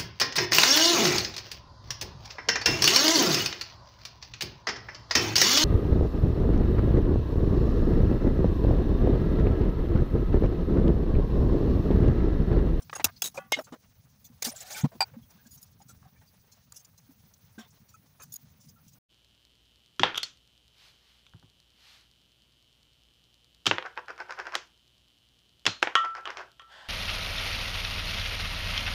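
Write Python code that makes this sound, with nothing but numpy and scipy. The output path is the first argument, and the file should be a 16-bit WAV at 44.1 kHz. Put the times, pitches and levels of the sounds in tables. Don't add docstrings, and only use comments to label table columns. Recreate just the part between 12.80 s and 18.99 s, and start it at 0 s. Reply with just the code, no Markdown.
import sys
import numpy as np
from scipy import signal
from scipy.fft import rfft, irfft, next_fast_len
from scipy.io import wavfile
from scipy.ndimage import uniform_filter1d

SR = 44100
rng = np.random.default_rng(int(sys.argv[2]) if len(sys.argv) > 2 else 0)


def log_audio(samples):
    frames = np.atleast_2d(samples).T
    limited = np.clip(frames, -1, 1)
    pcm = np.round(limited * 32767).astype(np.int16)
    wavfile.write(sys.argv[1], SR, pcm)


N = 272820
GRAIN = 8192
HZ = np.fft.rfftfreq(GRAIN, 1 / SR)
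MS = 1 / 1000

# hz, level_db
GRIT = [(120, -45), (200, -6.5), (1380, -16.5), (2090, -15.5), (3890, -10), (4580, -11), (6470, -8.5),
        (15500, -16)]
# hz, level_db
SPRAY = [(1180, -16), (2000, -24.5), (2330, -17), (3230, -9), (5220, 0), (6690, -1), (13400, -12),
         (14700, -2.5), (15500, -8.5)]


def amp(db):
    return 10 ** (np.asarray(db) / 20)


def unit(x):
    return x / np.sqrt(np.mean(x ** 2) + 1e-20)


def along(points, hz):
    f, v = np.transpose(points)
    return np.interp(np.log(hz + 1), np.log(f + 1), v)


def hump(centre_hz, octaves):
    return np.exp(-.5 * (np.log2((HZ + 1) / centre_hz) / octaves) ** 2)


def peaks(table):
    return sum(amp(db) / (1 + (2 * (HZ - hz) / width) ** 2) for hz, width, db in table)


def puff(gain, lumpy_db=6.5):
    bumps = unit(uniform_filter1d(rng.standard_normal(len(HZ)), size=40))
    noise = rfft(rng.standard_normal(GRAIN))
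    return unit(irfft(gain * amp(lumpy_db * bumps) * noise))


def ring(modes, spread_db):
    t = np.arange(GRAIN) / SR
    total = np.zeros(GRAIN)
    for hz, db, t60 in modes:
        strength_db = db + spread_db * rng.standard_normal()
        waver_db = 3.5 * unit(uniform_filter1d(rng.standard_normal(GRAIN), size=400))
        total += amp(strength_db + waver_db - 60 * t / t60) * np.sin(2 * np.pi * hz * t)
    return total


def tone(hz, blur, width_hz, glide=0):
    t = np.arange(GRAIN) / SR
    cycles = hz * t * (1 + glide * t) + rng.random()
    return np.sqrt(2) * np.sin(2 * np.pi * cycles) + blur * puff(peaks([(hz, width_hz, 0)]))


def rush(spectrum, patchy_db, tall, long):
    hz, _, z = signal.stft(rng.standard_normal(N), SR, nperseg=1024, noverlap=768)
    field = uniform_filter1d(rng.standard_normal(z.shape), tall, axis=0)
    field = uniform_filter1d(field, long, axis=1)
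    gain = amp(along(spectrum, hz)[:, None] + patchy_db * unit(field))
    return unit(signal.istft(z * gain, nperseg=1024, noverlap=768)[1][:N])


def add(track, sound, s, db, length, rise=0.0052, t60=0.24, fade=0.002):
    t = np.arange(len(sound)) / SR
    attack = np.clip(t / rise, 0, 1)
    release = np.clip((length + fade / 2 - t) / fade, 0, 1)
    shape = attack * amp(db - 60 * t / t60) * release
    track[round(s * SR):][:len(t)] += sound * shape


def jingle(track, bands, s, db, length, tilt_db):
    t = np.arange(GRAIN) / SR
    hz, _, band_db = np.transpose(bands)[:, :, None]
    partial_db = band_db + tilt_db * np.log2(hz / 9000) + 1.5 * rng.standard_normal(hz.shape)
    partials = amp(partial_db) * np.sin(2 * np.pi * (hz * t + rng.random(hz.shape)))
    tilt = amp(tilt_db) ** np.log2(HZ / 9000 + 0.095)
    blur = puff(peaks(bands) * tilt, lumpy_db=1.5)
    breath = puff(amp(along(SPRAY, HZ)) * hump(12000, octaves=4.5), lumpy_db=5.0)
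    sound = unit(partials.sum(0)) + amp(2.0) * blur + amp(-4) * breath
    add(track, sound, s, db - 4.5, length * MS, rise=0.12 * length * MS, t60=0.77, fade=0.006)


def flame():
    # time_s, rumble_db, hiss_db
    burner = [(0, -56.5, -58), (1.102, -62.5, -63.5), (2.301, -57.5, -60.5), (3.6, -60.5, -62.5),
              (3.78, -66.5, -63), (4.1, -63, -62), (6.19, -60.5, -61.5)]
    # hz, level_db
    rumble_colour = [(12, -50.5), (20, -21), (43, -17), (70, -1.5), (141, -2), (269, -16), (325, -31.5),
                     (500, -30.5), (650, -57), (1100, -120)]
    # hz, level_db
    hiss_colour = [(300, -13), (500, -6.5), (900, -7.5), (1400, -10), (3000, -13), (5000, -11),
                   (6400, -9.5), (7300, -19.5), (10800, -16.5), (12900, -17.5), (14000, -16.5), (15200, -4)]
    s, rumble_db, hiss_db = np.transpose(burner)
    now = np.arange(N) / SR
    rumble = amp(np.interp(now, s, rumble_db)) * rush(rumble_colour, patchy_db=4.5, tall=4, long=5)
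    hiss = amp(np.interp(now, s, hiss_db)) * rush(hiss_colour, patchy_db=3.0, tall=120, long=4)
    return rumble + hiss


def rustles(track):
    # start_s, level_db, length_ms
    touches = [(0.018, -56.5, 19), (0.134, -52.5, 10.3), (0.258, -44, 17), (0.54, -52.5, 42),
               (0.564, -51, 25), (0.838, -56, 29), (1.441, -50.5, 37), (2.502, -62.5, 15), (2.664, -58, 17),
               (2.77, -58, 30), (3.082, -51.5, 44), (3.715, -57, 29), (3.921, -49, 6), (3.942, -59, 27),
               (3.958, -48, 28), (3.988, -58.5, 34), (4.045, -57, 15), (4.175, -58.5, 20),
               (4.536, -59.5, 12), (4.783, -54.5, 42), (4.901, -65, 27), (5.085, -61.5, 29),
               (5.429, -60, 39), (5.799, -59.5, 61), (5.883, -57, 27), (6.076, -60, 25), (6.131, -64.5, 11)]
    for s, db, length in touches:
        bright_hz = 6230 * 2 ** (0.021 * rng.standard_normal())
        patch = puff(hump(bright_hz, octaves=0.14))
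        treble = amp(2.0) * puff(amp(along(SPRAY, HZ)))
        add(track, patch + treble, s, db, length * MS, rise=0.28 * length * MS, t60=0.19, fade=.5 * length * MS)


def knocks(track):
    # start_s, level_db, body_hz, body_tone_db, length_ms
    blows = [(0.096, -34.5, 2400, -9, 3.2), (.129, -31.5, 1220, -5.5, 7.1), (0.138, -45.5, 1400, -15, 32),
             (0.155, -38, 803, -15, 20), (.178, -46.5, 1020, -18, 33), (0.197, -30.5, 850, -8, 7.6),
             (.2, -35, 720, -14, 18.3), (0.258, -36.5, 913, -12, 16), (0.281, -45.5, 1205, -6.5, 22),
             (0.361, -72.5, 4630, 9, 21.6), (0.543, -48, 755, -1, 39), (0.575, -34, 550, 3.5, 16.3),
             (.765, -36.5, 264, -15, 54), (0.788, -34.5, 623, 3, 14), (0.867, -52.5, 900, -15, 31),
             (0.921, -39, 245, -3, 30), (0.945, -54, 482, -10.5, 25), (1.498, -70.5, 237, 16.5, 27),
             (1.665, -39.5, 239, 1.5, 30.6), (2.04, -33, 490, -6, 23), (2.116, -52, 673, -2, 32),
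             (2.149, -49, 224, -0.5, 20), (2.249, -58.5, 1497, -11, 60), (2.335, -55, 544, -4.5, 32),
             (2.658, -68, 224, 16.5, 23), (3.002, -64, 801, 6, 22), (3.09, -60, 1380, -1.5, 30),
             (3.22, -61, 1130, -10.5, 74), (3.41, -61.5, 868, -6, 21), (3.921, -60.5, 1196, 2, 7.8),
             (4.776, -49.5, 222, 6.5, 43), (4.782, -50, 3520, -14, 77), (5.397, -52, 1280, -3, 26.5),
             (5.43, -60.5, 1460, -1, 17)]
    for s, db, hz, tone_db, length in blows:
        body = amp(tone_db) * tone(hz, blur=hz / 1500, width_hz=0.25 * hz)
        thud_band = hump(np.sqrt(700 * hz), octaves=1.0) * (HZ > 150)
        thud = amp(-3) * puff(thud_band, lumpy_db=3.2)
        grit = amp(-17) * puff(amp(along(GRIT, HZ)) * hump(3000, octaves=1.0), lumpy_db=2.0)
        add(track, body + thud + grit, s, db, length * MS, rise=0.12 * length * MS, t60=0.37, fade=0.013)


def trigger(track):
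    # start_s, level_db (before the jingle's trim), length_ms, brightness_db_per_octave
    slides = [(.151, -38.5, 22.4, 0), (.177, -55, 18, 0)]
    # centre_hz, width_hz, level_db
    bands = [(2730, 210, -16), (5150, 240, -18), (6590, 80, 1.5), (7950, 87, -16), (10000, 88, -10),
             (10830, 110, -7.5)]
    for row in slides:
        jingle(track, bands, *row)


def lighter(track):
    # start_s, level_db, barrel_ring_db, length_s
    snaps = [(0.2426, -10.5, -14, .014), (0.4197, -23.5, 1, 0.013)]
    # hz, level_db
    crack_colour = [(120, -43.5), (200, -13), (890, -8), (1540, -11), (4100, -10.5), (4580, -10.5),
                    (6600, -4.5), (8200, -12.5), (11400, -21), (15500, -8.5)]
    # pitch_hz, level_db, t60_s (the envelope of the snap adds its own decay)
    barrel = [(2710, -2, 0.029), (3376, -1.5, 0.091), (5150, 2.5, 0.034), (6400, -5, 0.13),
              (7450, -0.5, 0.06), (9900, -7.5, 0.074), (10770, -8, .06), (14600, -3, 0.043),
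              (14730, 0.5, 0.036)]
    # start_s, level_db, length_s, t60_s
    scrapes = [(0.432, -40, 0.014, 0.34), (0.4395, -32.5, 0.024, 0.51), (0.46, -33, 0.027, 0.13),
               (0.484, -55, 0.019, .2)]
    # centre_hz, width_hz, level_db
    squeal_bands = [(3840, 130, 3), (6600, 140, 3.5), (7750, 190, -1.5), (10260, 82, -2), (14700, 250, -6),
                    (15230, 110, -7.5)]
    for s, db, ring_db, length in snaps:
        crack = puff(amp(along(crack_colour, HZ)), lumpy_db=6.0)
        sound = crack + amp(ring_db) * ring(barrel, spread_db=0.5)
        add(track, sound, s, db, length, rise=0.002, t60=0.073, fade=0.0033)
    rasp_per_s, rasp_db = 260, 2.2
    for s, db, length, t60 in scrapes:
        catch_noise = uniform_filter1d(rng.standard_normal(GRAIN), round(SR / rasp_per_s / 2))
        catches = amp(rasp_db * unit(catch_noise))
        squeal = puff(peaks(squeal_bands), lumpy_db=3.0)
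        grit = amp(-1.0) * puff(amp(along(GRIT, HZ)) * hump(7000, octaves=5.3), lumpy_db=0.0)
        add(track, (squeal + grit) * unit(catches), s, db, length, rise=0.0036, t60=t60, fade=0.0022)


def thumps(track):
    # start_s, level_db, pitch_hz, t60_s
    bumps = [(0.254, -31, 90.5, 0.12), (2.0347, -10, 146.7, 0.11), (2.043, -5.5, 237, 0.04),
             (2.365, -32.5, 227.5, 0.12), (4.289, -44, 267.4, 0.098)]
    t = np.arange(4000) / SR
    for s, db, hz, t60 in bumps:
        add(track, np.sin(2 * np.pi * hz * t), s, db, .04, rise=0.0074, t60=t60, fade=0.009)


def grate(track):
    # pitch_hz, level_db, t60_s (the envelope adds its own decay)
    modes = [(776, 0.5, 0.68), (1150, -1.5, 0.91), (1450, 3, 0.27), (1703, -6.5, .4), (1982, -6.5, 0.34),
             (2590, -9, 0.34), (3140, -7, 0.28), (3200, -10.5, 0.24)]
    # start_s, level_db, length_s
    brush = (0.572, -48.5, 0.11)
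    wash = 0.15 * puff(hump(1200, octaves=0.96), lumpy_db=3.5)
    add(track, ring(modes, spread_db=2.5) + wash, *brush, rise=0.02, t60=1.4, fade=0.14)


def clinks(track):
    # start_s, pitch_hz, level_db, length_ms
    touches = [(0.573, 2440, -38, 11.7), (.765, 2970, -48, 22), (.765, 3800, -51, 25),
               (0.787, 5500, -46.5, 11), (.925, 1780, -59, 30), (0.923, 3000, -54.5, 20),
               (2.425, 3305, -68.5, 39), (3.472, 4740, -68, 33), (4.78, 1570, -54, 33),
               (4.786, 719, -54.5, 59), (4.81, 3200, -62, 30), (4.852, 3540, -67, 24),
               (4.852, 892, -66.5, 24), (5.14, 1305, -55.5, 19.6), (5.397, 2477, -65, 28)]
    for s, hz, db, length in touches:
        add(track, tone(hz, blur=0.77, width_hz=150), s, db, length * MS, rise=0.00384, fade=0.02)


def pot(track):
    # start_s, level_db (each layer is offset from it), ring_s
    landings = [(0.7197, -20.5, .034), (0.763, -46, 0.017)]
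    # pitch_hz, level_db, t60_s (the envelope adds its own decay)
    modes = [(488.5, -13, 0.044), (600, -12, 0.096), (826, 0.5, 0.0207), (2150, -1, 0.21),
             (2456, -22, 0.34), (2520, -14.5, 0.29), (2888, -10.5, 0.23), (2924, -19, .25),
             (3190, -13.5, 0.24), (3590, -10, 0.31), (3950, -14, 0.19), (4860, -16, 0.25),
             (5350, -12.5, 0.1), (5950, -13.5, 0.085), (6400, -14, 0.17)]
    # hz, level_db
    clank_colour = [(150, -33.5), (450, 10), (1620, -9.5), (2090, -15), (5390, -9.5), (11600, -14),
                    (12700, -29), (14700, -6.5), (15500, -26)]
    for s, db, length in landings:
        clank = puff(amp(along(clank_colour, HZ)), lumpy_db=4.5)
        wash = puff(hump(3000, octaves=0.82), lumpy_db=4.5)
        add(track, clank, s, db + 4.5, .007, rise=0.0035, t60=0.031)
        add(track, ring(modes, spread_db=1.2), s, db + 0.44, length, rise=.004, t60=3.7, fade=0.018)
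        add(track, wash, s, db - 9.0, length + 0.01004, t60=0.19, fade=0.016)


def bangles(track):
    # start_s, level_db (before the jingle's trim), length_ms, brightness_db_per_octave
    touches = [(0.783, -56.5, 45, 8), (2.708, -53, 33, 2), (2.737, -52.5, 27, 12), (2.812, -56.5, 35, 10),
               (2.828, -45.5, 8, 3.5), (3.018, -60, 14.5, -9), (5.52, -45, 24.6, 2), (5.54, -38, 4, 6),
               (5.548, -51.5, 6.2, -1), (5.558, -39, 8.8, 3)]
    # centre_hz, width_hz, level_db
    bands = [(4990, 21, -4.5), (6750, 250, -0.5), (9400, 81, -12), (9800, 79, -7.5), (10970, 120, -12.5),
             (13000, 170, -7), (14700, 80, -8), (14700, 180, -9.5)]
    for row in touches:
        jingle(track, bands, *row)


def water(track):
    # time_s, spray_db, slosh_db (the slosh noise lies 1.5 dB below)
    stream = [(1.619, -73, -71), (1.624, -28, -39.5), (1.631, -29, -36.5), (1.638, -54, -49),
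              (1.644, -39, -51), (1.648, -28.5, -41.5), (1.668, -32.5, -41), (1.686, -41.5, -60),
              (1.707, -41, -64), (1.712, -53, -49.5), (1.729, -56, -53.5), (1.736, -68, -67),
              (1.75, -57, -58), (1.768, -48.5, -57.5), (1.804, -52.5, -58), (1.805, -44.5, -53),
              (1.832, -47.5, -50), (1.842, -60, -55.5), (1.874, -48.5, -54), (1.901, -52.5, -51.5),
              (1.908, -41.5, -43.5), (1.95, -45.5, -49), (1.979, -40, -41), (2.011, -44.5, -43.5),
              (2.031, -64, -56.5), (2.041, -59, -56)]
    # hz, level_db
    slosh_colour = [(180, -40), (300, -23.5), (770, -2), (978, -16.5), (1540, -7), (1680, -8),
                    (2650, -10.5), (4000, -11), (5200, -47), (8800, -120)]
    # start_s, starting_pitch_hz, level_db, life_ms
    bubbles = [(1.665, 2270, -50, 43), (1.735, 630, -48, 13), (1.752, 1550, -58, 25),
               (1.945, 2310, -43, 17), (1.96, 1500, -45, 22), (2.583, 1630, -69.5, 41),
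               (2.651, 1642, -66, 33), (3.25, 760, -61.5, 35), (3.36, 2310, -69, 30), (3.36, 1750, -70, 21),
               (3.41, 1500, -69.5, 21), (5.96, 1353, -67, 47)]
    # start_s, level_db, length_ms, centre_hz
    splashes = [(1.69, -39.5, 16.5, 5840), (1.715, -44, 17.6, 9700), (1.76, -44, 26, 7060),
                (1.804, -41.5, 17, 7000), (1.925, -41, 16, 6600), (2.01, -43.5, 19, 6770)]
    s, spray_db, slosh_db = np.transpose(stream)
    now = np.arange(N) / SR
    spray = amp(np.interp(now, s, spray_db, left=-120, right=-120))
    slosh = amp(np.interp(now, s, slosh_db, left=-120, right=-120))

    air_hz = 453 + 1200 * np.clip(now - s[0], 0, 1 / 3)
    air_width_hz, air_db = 60, -5
    flutter = unit(uniform_filter1d(rng.standard_normal(N), round(SR / air_width_hz)))
    air = amp(air_db) * flutter * np.sin(2 * np.pi * np.cumsum(air_hz) / SR)

    for at, hz, db, life in bubbles:
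        bubble = tone(hz, blur=0.84, width_hz=160, glide=0.34)
        add(track, bubble, at, db, life * MS, rise=0.0063, fade=0.014)
    for at, db, length, hz in splashes:
        add(track, puff(hump(hz, octaves=0.13)), at, db, length * MS, rise=.003, fade=.006)
    track[:N] += spray * rush(SPRAY, patchy_db=3.5, tall=20, long=2)
    track[:N] += slosh * (amp(-1.5) * rush(slosh_colour, patchy_db=4, tall=5, long=3) + air)


def cup(track):
    # start_s, level_db (the wash lies 13.5 dB below), ring_s before the hand stills it
    landings = [(2.2054, -15, .012), (2.2169, -20, 0.018)]
    # pitch_hz, level_db, t60_s (the envelope adds its own decay)
    modes = [(793.5, -2.5, 0.15), (880, -5.5, 0.2), (977, -11.5, 0.11), (1440, -16, 0.26),
             (2410, -9.5, 0.13), (4970, -16, 0.15), (4670, -4, 0.42), (4758, -0.5, 0.17),
             (7780, -14.5, 0.086), (9200, -23.5, 0.069), (12700, -23, 0.056)]
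    for s, db, length in landings:
        wash = puff(hump(1300, octaves=1.6), lumpy_db=3)
        add(track, ring(modes, spread_db=1.2), s, db, length, rise=0.0019, t60=0.4, fade=0.027)
        add(track, wash, s, db - 13.5, length + 0.015, rise=0.0028, t60=0.056, fade=0.027)


def tin(track):
    # start_s, level_db (before the jingle's trim), length_ms, brightness_db_per_octave
    touches = [(5.136, -60, 22, -2), (5.399, -57.5, 24, -5), (5.419, -46.5, 23.7, 4.5)]
    # centre_hz, width_hz, level_db
    bands = [(2510, 83, -6.5), (6100, 71, -3.5), (6570, 114, 1.5), (7380, 60, -3), (9300, 25, -8.5),
             (10380, 67, -5.5), (13640, 60, -10.5), (14700, 90, -4)]
    for row in touches:
        jingle(track, bands, *row)


def scene():
    track = np.zeros(N + SR)
    for source in (rustles, knocks, trigger, lighter, thumps, grate, clinks, pot, bangles, water, cup, tin):
        source(track)
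    return (track[:N] + flame())[None]


def record(dry):
    # hz, gain_db
    response = [(30, -4), (80, -1), (12000, 0.5), (15000, 1.5), (15600, 3), (15780, -14.5), (16500, -20.5),
                (16800, -39.5)]
    m = next_fast_len(N + 8192)
    hz = np.fft.rfftfreq(m, 1 / SR)
    gain = amp(along(response, hz)) * (hz < 16800)
    return irfft(rfft(dry, m) * gain, m)[..., :N]


dry = scene()
out = record(dry)
log_audio(out)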